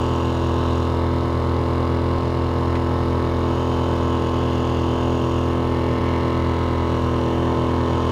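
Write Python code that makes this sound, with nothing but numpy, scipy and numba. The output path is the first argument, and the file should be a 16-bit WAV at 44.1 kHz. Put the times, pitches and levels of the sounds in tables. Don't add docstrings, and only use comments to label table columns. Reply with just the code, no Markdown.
import sys
import numpy as np
from scipy import signal
from scipy.io import wavfile
from numba import njit

SR = 44100
rng = np.random.default_rng(int(sys.argv[2]) if len(sys.argv) > 2 else 0)


def log_audio(samples):
    frames = np.atleast_2d(samples).T
    limited = np.clip(frames, -1, 1)
    pcm = np.round(limited * 32767).astype(np.int16)
    wavfile.write(sys.argv[1], SR, pcm)


def invert_db(x):
    u = np.asarray(x, float) / 20
    return 10 ** u


N = 357651


def level(x, rms_db):
    return x * invert_db(rms_db) / np.sqrt(np.mean(x ** 2))


@njit
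def svf(x, hz, width_hz):
    y, band, low = np.empty(len(x)), 0., 0.
    g, k = np.tan(np.pi * hz / SR), width_hz / hz
    for i in range(len(x)):
        v = (band + g * (x[i] - low)) / (1 + g * (g + k))
        band, low, y[i] = 2 * v - band, low + 2 * g * v, k * v
    return y


def steep_band(x, hz, width_hz):
    hz, width_hz = float(hz), float(width_hz)
    return svf(svf(x, hz, width_hz), hz, width_hz)


def walk(rate_hz):
    knots = rng.standard_normal(1000)
    return np.interp(np.arange(N) * rate_hz / SR, np.arange(len(knots)), knots)


def ring(x, peaks, waver_db=0):
    out = 0
    for k, (hz, width_hz, db) in enumerate(peaks):
        gain = (-1) ** k * invert_db(db + waver_db * walk(1.506))
        out = out + gain * steep_band(x, hz, width_hz)
    return out


# start_s, cycle_rate_hz
REVS = [(0.0, 42.015), (0.65, 41.893), (1.22, 42.018), (1.61, 41.925), (2.26, 42.343), (3.11, 42.158),
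        (3.31, 42.027), (3.59, 42.315), (4.05, 42.023), (4.87, 41.889), (5.1, 42.056), (5.68, 42.085),
        (6.0, 41.857), (6.59, 41.931), (6.9, 41.652), (7.21, 41.619), (7.45, 41.834), (8.11, 41.774)]


def engine_cycle(t_s):
    start_cycle = .139
    return start_cycle + np.cumsum(np.interp(t_s, *np.transpose(REVS))) / SR


# cycle_order, level_db
EXHAUST = [(1, -15), (2, 1), (3, -1.5), (4, -14.5), (5, -12), (6, -0.5), (7, -15.5), (8, -1), (9, -8.5),
           (10, -5.5), (11, -7), (12, -11.5), (13, -9.5), (14, -11.5), (15, -14), (16, -26), (17, -16.5),
           (18, -25.5), (19, -46.5), (20, -16)]
# cycle_order, level_db
HOWL = [(21, -12.5), (22, -18), (23, -11.5), (24, -17.5), (25, -10), (26, -18), (27, -14.5), (28, -25.5),
        (29, -57), (30, -19), (31, -19.5), (32, -32), (33, -60), (34, -30.5), (35, -27.5), (36, -27),
        (37, -27), (38, -35), (39, -28.5), (40, -26)]
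STROKES = [(.09, .6), (.235, -.4), (.37, -.4), (.5, -.65), (.625, .8), (.71, .4), (.879, -1.1)]
GULPS = [(0.142, 0.48), (0.199, 1.23), (.64, 1.54), (0.931, 0.88)]


def gas(cycle, crank_db, transom_db, exhaust_db, howl_db):
    out = 0
    drag = 0.0022 * walk(30)
    for k, db in EXHAUST + HOWL:
        intake = k >= 21
        share, push = np.transpose(GULPS if intake else STROKES)
        lag_rad = np.angle(np.sum(push * np.exp(-2j * np.pi * k * share)))
        if intake:
            swell_db = howl_db
        elif k > 4:
            swell_db = exhaust_db
        else:
            swell_db = {2: crank_db, 4: transom_db}.get(k, 0)
        rough = 0.067 + 0.0077 * k
        size = invert_db(-26.5 + db + swell_db) * (1 + rough * walk(14))
        phase_rad = 2 * np.pi * k * (cycle + drag) + lag_rad + rough * walk(18)
        out = out + np.sqrt(2) * size * np.cos(phase_rad)
    return out


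# cycle_share, level_db
TAPS = [(0.022, -4), (.25, -1), (0.472, 1), (0.572, -6), (.81, 0.5), (.93, -5.5)]


def taps(cycle):
    jitter_cycles, scatter_db, shake_s = 0.0019, -1.0, 0.00078
    clicks = np.zeros(N + 1)
    turns = np.arange(int(cycle[-1]) + 1)
    for share, db in TAPS:
        chance = rng.standard_normal((len(turns), 2)).T
        at = np.interp(turns + share + jitter_cycles * chance[0], cycle, np.arange(N))
        size, i = invert_db(db + scatter_db * chance[1]), at.astype(int)
        np.add.at(clicks, i, size * (1 - at + i))
        np.add.at(clicks, i + 1, size * (at - i))
    clicks = clicks[:N]
    shake = 0.28 + signal.lfilter([1], [1, -np.exp(-1 / (shake_s * SR))], clicks)
    return clicks, shake


def clatter(cycle, size=1024):
    at = (cycle + 0.00039 * walk(25)) % 1 * size
    tracks = np.array([np.interp(at, np.arange(size), rng.standard_normal(size), period=size)
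                       for _ in range(3)])
    shares = np.array([invert_db(6.6 * walk(1.61)) for _ in tracks])
    return np.sum(shares * tracks, axis=0) / np.linalg.norm(shares, axis=0)


# centre_hz, width_hz, level_db
COWL = [(1809, 57, 2), (2007, 110, -0.5), (2094, 113, -10), (2207, 154, 1.5)]
COVER = [(2585, 160, -8), (2792, 224, 0), (2956, 78, 1.5), (3082, 160, -1), (3577, 520, -3.5)]
BLOCK = [(3386, 110, 3.5), (3670, 500, 8), (4200, 590, -2.5), (4785, 380, -2), (5300, 380, -3)]
FLYWHEEL = [(5670, 300, 0), (6260, 270, -6.5), (6650, 300, -2.5), (6960, 200, -3.5), (7700, 730, -11.5)]
# cycle_order, level_re_cover_db
WHINE = [(67, -12), (73, -10.5)]


def metal(cycle, cowl_db, cover_db, block_db, flywheel_db):
    clicks, shake = taps(cycle)
    rattle = shake * rng.standard_normal(N)
    drive = level(clicks, -13.5) + level(shake * clatter(cycle), 0) + level(rattle, -4.0)
    cowl, cover, block, flywheel = (level(ring(drive, peaks, waver_db=2.0), -2.1)
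                                    for peaks in (COWL, COVER, BLOCK, FLYWHEEL))
    for k, db in WHINE:
        cover = cover + invert_db(db + 3.3 * walk(23)) * np.cos(2 * np.pi * k * cycle + 0.9 * walk(20))
    return (cowl * invert_db(cowl_db) + cover * invert_db(cover_db)
            + block * invert_db(block_db) + flywheel * invert_db(flywheel_db))


# centre_hz, width_hz, level_db
HEAD = [(3000, 730, -1.5), (4140, 390, -0.42)]


def knock(cycle, knock_db):
    burn_share, jitter_cycles, scatter_db = .84, .002, 1.5
    turns = np.arange(int(cycle[-1]))
    chance = rng.standard_normal((len(turns), 2)).T
    at = np.interp(turns + burn_share + jitter_cycles * chance[0], cycle, np.arange(N))
    raps = np.zeros(N)
    raps[at.astype(int)] = invert_db(scatter_db * chance[1])
    return invert_db(knock_db) * level(ring(raps, HEAD), 0)


# shaft_order, cycle_order, level_db
PROP = [(1, 0, -53), (1, 1, -50), (3, 0, -42), (6, 0, -51), (2, 1, -50), (3, 1, -46), (2, 2, -49)]


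def propeller(cycle):
    gear_ratio, start_turns, kick_share, slip_rad = 28 / 13, .422, .358, .25
    shaft = start_turns + 2 * cycle / gear_ratio
    out = 0
    for k, m, db in PROP:
        size = np.sqrt(2) * invert_db(db + 0.71 * walk(2.4))
        phase_rad = 2 * np.pi * (k * shaft + m * (cycle - kick_share)) + slip_rad * walk(3)
        out = out + size * np.cos(phase_rad)
    return out


# freq_hz, density_db_per_hz
WAKE = [(20, -68), (60, -74.5), (105, -58.5), (190, -66), (250, -62.5), (400, -65.5), (1100, -66),
        (1400, -76.5), (2350, -86), (4400, -89), (8500, -103), (10300, -101), (12500, -106), (15500, -114)]


def wake(cycle, shade_db):
    out, (freq_hz, density_db) = 0, np.transpose(WAKE)
    spray_db = shade_db + 1.7 * np.cos(2 * np.pi * (cycle - .85))
    for hz in 22 * 2 ** np.arange(0, 9.6, 1 / 5):
        width_hz = hz / 4 * (1 + (hz / 14000) ** 2)
        band = steep_band(rng.standard_normal(N), hz, width_hz)
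        flicker_db = (1.8 * walk(11) + 1.5 * walk(1.26)) / (1 + hz / 6000)
        band_db = np.interp(np.log(hz), np.log(freq_hz), density_db)
        out = out + invert_db(band_db + flicker_db + min(hz / 5000, 1) * spray_db) * band
    return level(out, -32)


def wind():
    gust_db = 2.5 * walk(9.4)
    rumble = ring(rng.standard_normal(N), [(42, 45, 0)])
    return level(invert_db(gust_db) * rumble, -47)


# start_s, level_db, pitch_hz, t60_s
SLAPS = [
    (2.18, -24, 60, .15),
    (2.752, -24.5, 1900, .06),
    (3.03, -28, 60, .12),
    (5.383, -28, 1200, .03),
]


def slaps():
    out, t_s, attack_s = 0, np.arange(N) / SR, 0.0042
    for start_s, db, hz, t60_s in SLAPS:
        age_s = np.clip(t_s - start_s, 0, None)
        burst = (1 - np.exp(-age_s / attack_s)) * np.exp(-np.log(1000) * age_s / t60_s)
        out = out + burst * level(steep_band(rng.standard_normal(N), hz, .9 * hz), db)
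    return out


# start_s, engine_top_view (0-1), stern_lean (0-1), hull_trim (-1.25..1)
HELM = [(0, 1, 0.33, -0.19), (.82, 1, 0.27, 0.39), (1.0, 0, 0.4, 0.82), (1.7, 0, 0.33, 0.26),
        (2.2, 0, 0.3, 0.68), (3.35, 0.13, 0.4, 0.29), (3.55, 0.8, .4, -0.54), (4.0, 0.8, 0.53, -0.17),
        (5.4, 0.75, 0.14, -0.81), (5.6, .15, 0.33, -0.57), (6.1, 0.18, 0.83, 0.068),
        (6.7, 0.16, 0.75, 0.86), (7.0, .6, 0.8, 0.3), (7.3, 0.35, 0.63, -1.25), (7.78, 0.54, 0.96, 0.24),
        (8.11, 0.94, 0.85, 0.1)]
FOLLOW = {"crank": (0.5, 0.5, -1, 1.5), "transom": (-3, -0.5, 7.5, -2), "exhaust": (-1.9, -0.11, 1.1, -1.2),
          "howl": (-2.1, 1.46, 2.1, 0.64), "cowl": (-46.5, -7.5, 9, -2.5), "cover": (-47.5, 5, 4.5, -2.5),
          "block": (-46, 2.5, 0, 1), "flywheel": (-60, 8, 0, -1.5), "knock": (-57, -3.5, 7.5, -0.5)}


def scene():
    t_s = np.arange(N) / SR
    helm_s, *columns = np.transpose(HELM)
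    view, lean, trim = (np.interp(t_s, helm_s, c) for c in columns)
    parts_db = [db + a * view + b * lean + c * trim for db, a, b, c in FOLLOW.values()]
    cycle = engine_cycle(t_s)
    engine = gas(cycle, *parts_db[:4]) + metal(cycle, *parts_db[4:-1]) + knock(cycle, parts_db[-1])
    water = propeller(cycle) + wake(cycle, 1.3 * view) + slaps()
    return (engine + water + wind())[None]


def band_limit(x):
    return signal.sosfilt(signal.butter(12, 15660, fs=SR, output="sos"), x)


def record(dry):
    change_s, slip_s, fade_s = 5.998, .0092, .003
    after = np.clip((np.arange(N) / SR - change_s) / fade_s + .5, 0, 1)
    mix = (1 - after) * dry + after * np.roll(dry, int(slip_s * SR), axis=1)
    return band_limit(mix)


dry = scene()
out = record(dry)
log_audio(out)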